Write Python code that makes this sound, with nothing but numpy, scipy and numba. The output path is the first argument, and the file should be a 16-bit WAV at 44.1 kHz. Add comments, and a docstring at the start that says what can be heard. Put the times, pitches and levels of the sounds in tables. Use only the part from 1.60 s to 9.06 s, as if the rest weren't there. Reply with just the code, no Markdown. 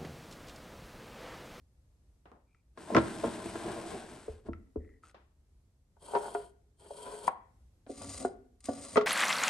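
"""Three wooden drawers in a quiet room

A long drawer is slowly drawn out of a cabinet; a short and a light one are each pulled out and shut.
Wood grain rubs on the runners (the rails a drawer slides on), which hisses and makes each box ring.
The boxes judder and knock against their guides and stops, and their brass handles tick and squeak.
Behind them are a few distant taps and the low rumble of the room."""
import sys
import numpy as np
from scipy import signal
from scipy.fft import rfft, irfft, next_fast_len
from scipy.io import wavfile
from numba import njit

SR = 44100
rng = np.random.default_rng(int(sys.argv[2]) if len(sys.argv) > 2 else 0)


def dump_mix(stems):
    """Bounce the given channels to the path in sys.argv[1] as a 16-bit WAV at rate SR."""
    frames = np.atleast_2d(stems).T  # one column per channel
    limited = np.clip(frames, -1, 1)  # hard clip at full scale
    pcm = np.round(limited * 32767).astype(np.int16)
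    wavfile.write(sys.argv[1], SR, pcm)


N = 328986
TIME = np.arange(N) / SR

# tone of the hiss of the long and the light drawer's runners: (frequency [Hz], level [dB])
LONG_HISS = [(900, 11), (2700, 4.5), (4800, 1.5), (6800, -1), (8300, 7), (10300, 2), (11800, -7)]
LIGHT_HISS = [(900, -22.5), (2000, -10.5), (5000, -7), (6200, -5), (7000, -3), (7700, -13), (8300, 1),
              (9000, 1.5), (10000, -3), (11400, -15.5)]
# tone of the clack of thin wooden panels: (frequency [Hz], level [dB])
PANEL_TONE = [(60, -17), (200, 6.5), (500, 2), (1100, -2.5), (2000, -12.5), (3500, -16.5), (6000, -22),
              (11000, -36)]
# pulls and pushes of the hand: (drawer, start [s], end [s], speed-up [s], braking [s], rubbing level [dB],
# boost where it runs tight [dB], drone over the rubbing level [dB], centre of the drone's band [Hz])
STROKES = [ ("long", 1.19, 2.792, 0.26, 0.61, -54.5, 0, 10, 530),
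           ("long", 2.859, 2.9, 0.005, 0.034, -73, 0, 19, 1050),
           ("short", 4.425, 4.892, 0.11, 0.18, -57.5, 0, 10.2, 820),
           ("short", 5.2, 5.69, 0.23, 0.01, -61.5, 15, 9.8, 1080),
           ("light", 6.3, 6.69, 0.24, 0.088, -53, 5.5, 2, 250),
           ("light", 7.045, 7.385, 0.0077, 0.029, -55.5, 6.1, 3.3, 550), ]

ROCK_HZ, ROCK_WIDTH = 64.4, 1.4  # band in which the cabinet's frame rocks; width as a multiple of centre
DRONE_POWER = 1.3  # a box's drone grows with this power of its speed
WANDER_SHARE, WANDERS_PER_S = .02, 4  # its pitch drifts as the contact moves along the runner


def undb(db):
    """Turn decibels into a factor to multiply by."""
    return 10 ** (np.asarray(db) / 20)


def unit(x):
    """Scale a sound to an average (rms) level of 1."""
    return x / np.sqrt(np.mean(x ** 2))


def decay(t, t60):
    """A fade that falls by 60 dB in t60 seconds."""
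    return np.exp(-np.log(1000) * t / t60)


def along(points, f):
    """Read a curve of (frequency, value) points at frequency f, on a scale of octaves."""
    hz, value = np.transpose(points)
    return np.interp(np.log(f), np.log(hz), value)


def shape(x, gain):
    """Filter a sound: multiply each frequency f by gain(f)."""
    n = x.shape[-1]
    size = next_fast_len(n + 2048)
    f = np.maximum(np.arange(size // 2 + 1) * SR / size, 1)
    return irfft(rfft(x, size) * gain(f), size)[..., :n]


def colour(x, points):
    """Give a sound the tone of (frequency, dB) points, at level 1."""
    return unit(shape(x, lambda f: undb(along(points, f))))


def driven(x, hz, width):
    """Keep the band of frequencies that a contact shakes; width is a multiple of the centre, hz."""
    return shape(x, lambda f: (1 + 1j * (f / hz - hz / f) / width) ** -2)


def diffuse(n, apart_hz=900):
    """Noise from all around: left and right are alike in the bass, unrelated in the treble."""
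    mid, side = rng.standard_normal((2, n))
    side = shape(side, lambda f: f / np.hypot(f, apart_hz))
    return np.array([mid + side, mid - side])


def walk(rate):
    """A random drift, roughly between -1 and 1, that turns rate times a second."""
    targets = rng.standard_normal(N // 50)
    return np.interp(TIME * rate, np.arange(len(targets)), targets)


def add(out, start_s, sound, db, count=SR // 60):
    """Mix a sound in so that its first count samples have the given level."""
    start = int(start_s * SR)
    loudness = np.sqrt(np.mean(sound[:, :count] ** 2))
    out[:, start:start + sound.shape[1]] += sound[:, :N - start] * undb(db) / loudness


def room_rumble(level_db=-65):
    """The quiet room's low rumble, wavering a little."""
    # tone of the rumble: (frequency [Hz], relative level [dB])
    air_tone = [(12, -62), (20, -25), (37, -12.5), (58, -1.5), (149, -19.5), (1450, -46), (2980, -50.5),
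                (12000, -48.5)]
    waver_db = 1.5 * walk(4)
    return colour(diffuse(N), air_tone) * undb(level_db + waver_db)


def room_echo(x, echo_db=-10, treble_db=-9, build_up_s=0.012):
    """Reflections from all over the room blur into a tail that dies sooner in the treble."""
    # how long the room rings: (frequency [Hz], time to fall 60 dB [s])
    ring_times = [(70, 0.93), (250, 0.68), (1000, 0.37), (2500, 0.59), (6000, 0.13), (11000, 0.13)]
    t = np.arange(int(.8 * SR)) / SR
    noise, tail = diffuse(len(t)), 0
    for hz in 1000 * 2. ** np.arange(-4, 5):
        octave = shape(noise, lambda f: np.maximum(1 - np.abs(np.log2(f / hz)), 0))
        tail = tail + octave * decay(t, along(ring_times, hz)) * undb(treble_db * hz / (hz + 4000))
    tail = tail * (1 - np.exp(-(t / build_up_s) ** 2)) / np.sqrt(SR / 20)
    return undb(echo_db) * signal.oaconvolve(x, tail, axes=1)[:, :N]


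def distant_taps(scatter_t60=0.4, tick_t60=0.045):
    """Light taps farther off: a tick, then a dull scatter of reflections."""
    # each tap: (time [s], level [dB], dull above [Hz])
    taps = [(0.656, -56.5, 2000), (0.717, -55.5, 1040), (3.545, -54, 3140)]
    out, t = np.zeros((2, N)), np.arange(SR // 3) / SR
    for start, db, dull_hz in taps:
        noise = colour(diffuse(len(t)), PANEL_TONE)
        scatter = shape(noise, lambda f: f / (f + 300) / np.hypot(1, (f / dull_hz) ** 2))
        add(out, start, scatter * (decay(t, scatter_t60) + decay(t, tick_t60)), db)
    return out


def speed(start, end, speed_up, braking, breakaway=0.46, stall=0.081):
    """Share of full speed: a drawer jerks free at breakaway, speeds up, slows and sticks at stall."""
    rising = breakaway + np.maximum(TIME - start, 0) / speed_up * (1 - breakaway)
    falling = stall + np.maximum(end - TIME, 0) / braking * (1 - stall)
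    onset_db_per_s, fade_db_per_s = 749.5, 300
    at_rest_db = onset_db_per_s * np.maximum(start - TIME, 0) + fade_db_per_s * np.maximum(TIME - end, 0)
    return np.minimum(np.minimum(rising, falling), 1) * undb(-at_rest_db)


def pace(drawer):
    """Speed of a drawer over all its strokes."""
    return sum(speed(*stroke[1:5]) for stroke in STROKES if stroke[0] == drawer)


def travel(drawer):
    """How far a drawer has come, from 0 to 1."""
    distance = np.cumsum(pace(drawer))
    return distance / distance[-1]


def grain(rate, scatter_db, judder_db, judder_rate=110):
    """Fibres catch and let go about rate times a second: uneven clicks that come in bunches."""
    caught = rng.random(N) < rate / SR
    clicks = caught * rng.standard_normal(N)
    return unit(clicks * undb(scatter_db * rng.standard_normal(N) + judder_db * walk(judder_rate)))


def ring(part, panel_db=-7, panel_t60=0.078, linger_db=-17, linger_t60=.33, spread_hz=40):
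    """A tapped part sounds its own notes, with a clack of panels and a blurred ring in the cabinet."""
    # natural notes of each wooden or brass part: (frequency [Hz], width [Hz], level [dB])
    notes_of = { "long": [(117.6, 14, -0.5), (177.7, 110, -5), (235, 110, 0.5), (274, 35, -2),
                (332.8, 12, 3.5), (459.8, 18, -2), (584, 35, -5), (677, 55, -6.5), (924, 16, -8.5),
                (1056, 32, -5.5), (1380, 12, -8.5), (1650, 47, -14.5)], "short": [(414, 17, 10),
                (571, 27, 2), (639, 17, -0.5), (690, 23, 3.5), (838, 96, 0), (949, 30.4, 5), (1066, 17, -3),
                (1473.5, 34, -2.5)], "short stop": [(409, 8, 4.5), (700.4, 24, -4), (1430, 32, -12)],
                "brass": [(1318, 57, 10), (2000, 140, 2.5), (2550, 400, -8.5), (5440, 730, -17)],
                "light stop": [(250, 7.8, 5), (376, 25, 3.5), (712, 42, -1.5), (1438, 22, -6.5)],
                "long open": [(226, 30, -7), (320, 30, -6.5), (432, 16.2, 2.5), (541, 53, -14)],
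                "short back": [(758, 58, 1.5), (965, 59, 6.5), (1084, 59, 3), (2000, 140, -14.5)],
                "light": [(89.8, 23, 7.5), (229.4, 11, 4), (276.2, 12, 9.5), (391, 6.5, -8.5),
                (514, 16, -1.5), (568, 9.9, 3), (664, 34, -0.5), (742.5, 13, 3), (1156, 11, -11),
                (1435, 12, -7)], "cabinet": [(251.5, 31, -0.5), (423, 10, 12), (461, 40, 5), (605, 120, 0),
                (662, 31, 6), (1110, 18, 4.5), (1266, 40, -1), (1346, 25, 1), (2000, 190, -10.5)],
                "frame": [(38.93, 3.7, -4.5), (76.1, 11, 0)], }
    t = np.arange(SR // 3) / SR
    hz, width, db = np.transpose(notes_of[part])[:, :, None]
    hz = hz * (1 + .012 * rng.standard_normal(hz.shape))  # the drawer's place and the grip shift the notes
    sign = (-1) ** np.arange(len(hz))[:, None]
    # high notes reach left and right out of step
    phase = .5 * rng.standard_normal(hz.shape) / (1 + (380 / hz) ** 2) * np.array([1, -1])[:, None, None]
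    rise = 1 - np.exp(-t * hz / 0.13)  # low notes build up later
    envelope = undb(db) * width * rise * np.exp(-np.pi * width * t)  # wide notes die sooner
    notes = (sign * envelope * np.sin(2 * np.pi * hz * t + phase)).sum(axis=1)
    noise = rng.standard_normal(len(t)) + 1.1 * diffuse(len(t))
    clack = colour(noise, PANEL_TONE) * decay(t, panel_t60)

    def cabinet_bands(f):
        """The cabinet takes up the lower notes and spreads each into a band."""
        bands = undb(db) * np.sqrt(width) / (1 + ((f - hz) / spread_hz) ** 2)
        return bands.sum(axis=0) / (1 + (f / 1400) ** 4)

    linger = shape(diffuse(len(t)), cabinet_bands) * decay(t, linger_t60)
    return unit(unit(notes) + undb(panel_db) * unit(clack) + undb(linger_db) * unit(linger))


def ringing_hiss(hiss, part, swell_db=3, swells_per_s=14):
    """Thin drawer sides or a handle lift narrow bands of hiss, which swell as the contact moves."""
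    # where each part rings: (frequency [Hz], width [Hz], boost [dB])
    peaks_of = { "long": [(1560, 140, 5.5), (2070, 25, 2), (2440, 30, 3)], "brass": [(2630, 40, 7.5),
                (6580, 60, 11)], "short": [(3196, 66, 7), (4620, 90, 3.5), (5470, 85, 10.5),
                (6330, 230, 10)], "light": [(1157, 18, 28), (2030, 78, 7.5), (4050, 49, 8.5),
                (4910, 97, 9.5), (7020, 160, 7), (8100, 250, 8.5)], }
    out = hiss
    for hz, width, db in peaks_of[part]:
        band = signal.lfilter(*signal.iirpeak(hz, hz / width, fs=SR), hiss)
        swell = undb(swell_db * walk(swells_per_s)[:hiss.shape[1]])
        out = out + band * (undb(db) - 1) * swell
    return unit(out)


def finger_slips(squeak_width_hz=160):
    """Fingers slip on the brass handles in small jerks, with a faint hiss and a rough, thin squeak."""
    # each slip: (start [s], end [s], squeak pitch [Hz], squeak level [dB], hiss level [dB])
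    slips = [(0.853, 1.03, 2378, -85, -89), (3.173, 3.41, 1944, -74.5, -88), (3.418, 3.533, 1336, -71, -66)]
    out = np.zeros(N)
    for start, end, hz, squeak_db, hiss_db in slips:
        first, count = int(start * SR), int((end - start) * SR)
        rub = grain(5000, scatter_db=-2.5, judder_db=2.0, judder_rate=220)[:count]
        squeak = shape(rub, lambda f: (1 + 1j * (f - hz) / squeak_width_hz) ** -2)
        hiss = ringing_hiss(colour(rub[None], LONG_HISS), "brass")[0]
        sound = undb(squeak_db) * unit(squeak) + undb(hiss_db) * hiss
        out[first:first + count] += sound * signal.windows.tukey(count, .5)
    return out


def snags(t60=0.041):
    """A runner snags and lets go with a scratchy tick that rings the light drawer's sides."""
    # each snag: (time [s], level [dB])
    ticks = [(6.419, -49.5), (6.493, -50), (7.005, -63.5), (7.042, -53), (7.055, -47.5)]
    out, t = np.zeros((2, N)), np.arange(SR // 20) / SR
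    for start, db in ticks:
        burst = rng.standard_normal((1, len(t))) * decay(t, t60)
        add(out, start, ringing_hiss(colour(burst, LIGHT_HISS), "light"), db)
    return out


def frame_shudder(level_db=-52.5, jolt_db=4, jolts_per_s=12):
    """The frame shudders under the long drawer, more the faster it runs and the farther it hangs out."""
    jolts = rng.standard_normal(N) * undb(jolt_db * walk(jolts_per_s))
    return unit(driven(jolts, ROCK_HZ, ROCK_WIDTH)) * pace("long") * travel("long") * undb(level_db)


@njit
def sweep(x, hz, width_hz):
    """Keep one band of a sound while its centre, hz, moves from sample to sample."""
    out, band_state, low_state = np.empty(len(x)), 0., 0.
    for i in range(len(x)):
        tuning, damping = np.tan(np.pi * hz[i] / SR), width_hz / hz[i]
        band = (band_state + tuning * (x[i] - low_state)) / (1 + tuning * (tuning + damping))
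        band_state = 2 * band - band_state
        low_state += 2 * tuning * band
        out[i] = damping * band
    return out


def hollow_scrape(swell_db=3.5, swells_per_s=7):
    """The long drawer's hollow notes climb as the box comes out; each swells and fades by itself."""
    # each note: (pitch when shut [Hz], pitch fully out [Hz], width [Hz], level at full speed [dB])
    glides = [(180.8, 250, 87, -53.5), (277, 385, 60, -47.5), (630, 725, 50, -55.5),
              (890, 1000, 130, -58.5)]
    out, overhang = 0, travel("long")
    push = grain(5000, scatter_db=4, judder_db=4.5, judder_rate=26)
    for shut_hz, open_hz, width, db in glides:
        hz = (shut_hz + (open_hz - shut_hz) * overhang) * (1 + WANDER_SHARE * walk(WANDERS_PER_S))
        band = sweep(sweep(push, hz, float(width)), hz, 2. * width)
        out = out + unit(band * undb(swell_db * walk(swells_per_s))) * undb(db)
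    return out * pace("long") ** DRONE_POWER


def judders(jitter=.22, scatter_db=2.0):
    """A runner sticks and slips in a quick run of uneven little blows, and the box growls."""
    # each run: (start [s], end [s], drawer, slips [per s], level [dB], centre of the shaken band [Hz])
    runs = [ (1.298, 1.355, "long", 193, -36.5, 368), (2.151, 2.213, "long", 93, -44, 403),
            (4.461, 4.549, "short", 220, -50.5, 837), (4.538, 4.574, "short", 442, -29, 872),
            (4.559, 4.716, "short", 100, -45, 923), (6.587, 6.651, "light", 75, -45.5, 400), ]
    out = np.zeros((2, N))
    for start, end, drawer, rate, db, hz in runs:
        lateness, size = rng.standard_normal((2, 100))
        count = int((end - start) * SR)
        slip_samples = (np.cumsum(np.exp(jitter * lateness)) / rate * SR).astype(int)
        blows = np.bincount(slip_samples, undb(scatter_db * size), count)[:count]
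        blows = blows * signal.windows.tukey(count, .5)
        growl = signal.fftconvolve(blows[None], driven(ring(drawer), hz, width=2.3), axes=1)
        add(out, start, growl, db, count=count)
    return out


def slide(drawer, hiss_tone, hiss_db, grain_rate, judder_db, catch_db=4.5, tight_s=0.061):
    """Grain rubs on the runners: it hisses and makes the box drone, louder when fast or running tight."""
    rub = grain(grain_rate, scatter_db=-0.5, judder_db=judder_db)
    hiss = ringing_hiss(colour(rub + 0.3 * rng.standard_normal((2, N)), hiss_tone), drawer)
    drone, out = 0, 0
    for _ in range(2):  # each runner catches by itself and shakes the box at its own place
        push = grain(grain_rate, scatter_db=5.0, judder_db=judder_db) * undb(catch_db * walk(26))
        drone = drone + signal.oaconvolve(push[None], ring(drawer, panel_db=-3.5), axes=1)[:, :N]
    read_at = np.cumsum(1 + WANDER_SHARE * walk(WANDERS_PER_S))  # uneven reading bends the pitch
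    drone = np.array([np.interp(read_at, np.arange(N), channel, period=N) for channel in drone])
    for name, start, end, speed_up, braking, db, tight_db, drone_db, drone_hz in STROKES:
        if name == drawer:
            tightness = np.exp(-np.maximum(end - TIME, 0) / tight_s)  # grows just before the stop
            motion = speed(start, end, speed_up, braking)
            box = unit(driven(drone, drone_hz, width=8.7)) * undb(drone_db) * motion ** DRONE_POWER
            pressure_db = 1.2 * walk(16)  # the hand presses unevenly
            level = undb(db + tight_db * tightness + pressure_db)
            out = out + level * (hiss * undb(hiss_db) * motion + box)
    return out


def knocks(thump_lag_s=0.01, thump_shut_db=-30, thump_open_db=-6.5):
    """Drawers knock and loose handles tick; the place and hardness of a hit decide which notes ring."""
    # each hit: (time [s], part, kind of contact, level [dB], centre of the shaken band [Hz])
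    hits = [ (0.947, "brass", "firm", -72.5, 2500), (1.175, "long", "firm", -46.5, 2000),
            (1.301, "long", "soft", -35.5, 644), (1.3482, "brass", "sharp", -29.5, 1940),
            (1.352, "long", "firm", -20.5, 490), (1.3658, "brass", "sharp", -26.5, 1912),
            (1.3677, "long", "firm", -18.5, 660), (1.38, "long", "firm", -24, 890),
            (1.635, "long", "soft", -29.5, 506), (1.641, "long", "dull", -29, 556.4),
            (1.857, "long", "dull", -38, 250), (1.955, "long", "firm", -39, 1140),
            (2.057, "long", "soft", -41, 360), (2.68, "long open", "soft", -37, 554),
            (2.886, "long", "dull", -35, 218), (2.889, "frame", "dull", -38.5, 78.5),
            (2.933, "brass", "dull", -50.5, 1600), (3.158, "long open", "dull", -33.5, 220),
            (3.247, "brass", "soft", -74, 2043), (3.291, "brass", "soft", -71.5, 2000),
            (3.435, "brass", "soft", -56.5, 1220), (3.496, "brass", "dull", -69, 5000),
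            (4.367, "short", "dull", -66.5, 800), (4.535, "short", "dull", -34, 598),
            (4.551, "short", "firm", -28, 800), (4.651, "short", "firm", -48, 1000),
            (4.749, "short stop", "dull", -30, 750), (5.305, "short", "soft", -41.5, 587),
            (5.464, "short stop", "firm", -48, 794), (5.678, "short back", "dull", -23, 927),
            (6.265, "light", "firm", -52, 604), (6.294, "light", "soft", -38.5, 403),
            (6.415, "light", "sharp", -46.5, 900), (6.649, "light stop", "dull", -26.5, 590),
            (7.086, "light", "dull", -29, 450), (7.358, "cabinet", "sharp", -26, 550),
            (7.37, "cabinet", "firm", -21, 1210), (7.374, "cabinet", "firm", -21, 510),
            (7.411, "cabinet", "firm", -36, 3040), ]
    # band shaken by each kind of contact: (width [multiple of its centre])
    contact_width = {"sharp": 6.7, "firm": 7, "dull": 1.8, "soft": 0.51}
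    out, overhang = np.zeros((2, N)), travel("long")
    thump = driven(ring("frame"), ROCK_HZ, ROCK_WIDTH)
    for start, part, contact, db, hz in hits:
        add(out, start, driven(ring(part), hz, contact_width[contact]), db)
        if part in ("long", "long open"):  # this heavy drawer rocks the frame, more when far out
            thump_db = thump_shut_db + (thump_open_db - thump_shut_db) * overhang[int(start * SR)]
            add(out, start + thump_lag_s, thump, db + thump_db)
    return out


def from_the_left(x, lag_samples=1.055):
    """The cabinet stands a little to the left, so that side hears it earlier and mostly louder."""
    # how much louder the left is: (frequency [Hz], left over right [dB])
    left_lead = [(100, 1.5), (280, -0.46), (600, 2), (1500, 2), (4500, 4.5), (7000, 3), (8500, 0.5)]

    def gains(f):
        half_db = along(left_lead, f) / 2
        delay = np.exp(-2j * np.pi * f * lag_samples / SR)
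        return np.array([undb(half_db), undb(-half_db) * delay])

    return shape(x, gains)


def scene():
    """Three drawers with their echo, the distant taps and the room's rumble."""
    # tone of the hiss of the short drawer's runners: (frequency [Hz], level [dB])
    short_hiss = [(900, 1.5), (2000, -22.5), (2700, -9.5), (3200, 0), (3600, -8), (4500, -2), (6000, -18),
                  (8500, 5.5), (10300, 3.5), (11500, -8.5)]
    cabinet = knocks() + judders() + hollow_scrape() + frame_shudder() + snags() + finger_slips()
    cabinet += slide("long", LONG_HISS, hiss_db=6.5, grain_rate=7000, judder_db=1.03)
    cabinet += slide("short", short_hiss, hiss_db=6.5, grain_rate=7000, judder_db=2.5)
    cabinet += slide("light", LIGHT_HISS, hiss_db=4.5, grain_rate=7400, judder_db=2.5)
    background = room_rumble()
    return background + from_the_left(cabinet + distant_taps() + room_echo(cabinet))


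def record(dry, dip_hz=10276, dip_width_hz=650, top_hz=11750):
    """The microphone has a narrow dip in the treble, and the highest frequencies are cut."""
    dipped = shape(dry, lambda f: (f - dip_hz) ** 2 / ((f - dip_hz) ** 2 + (dip_width_hz / 2) ** 2))
    return signal.sosfilt(signal.ellip(8, .2, 70, top_hz, fs=SR, output="sos"), dipped)


dry = scene()
out = record(dry)
dump_mix(out)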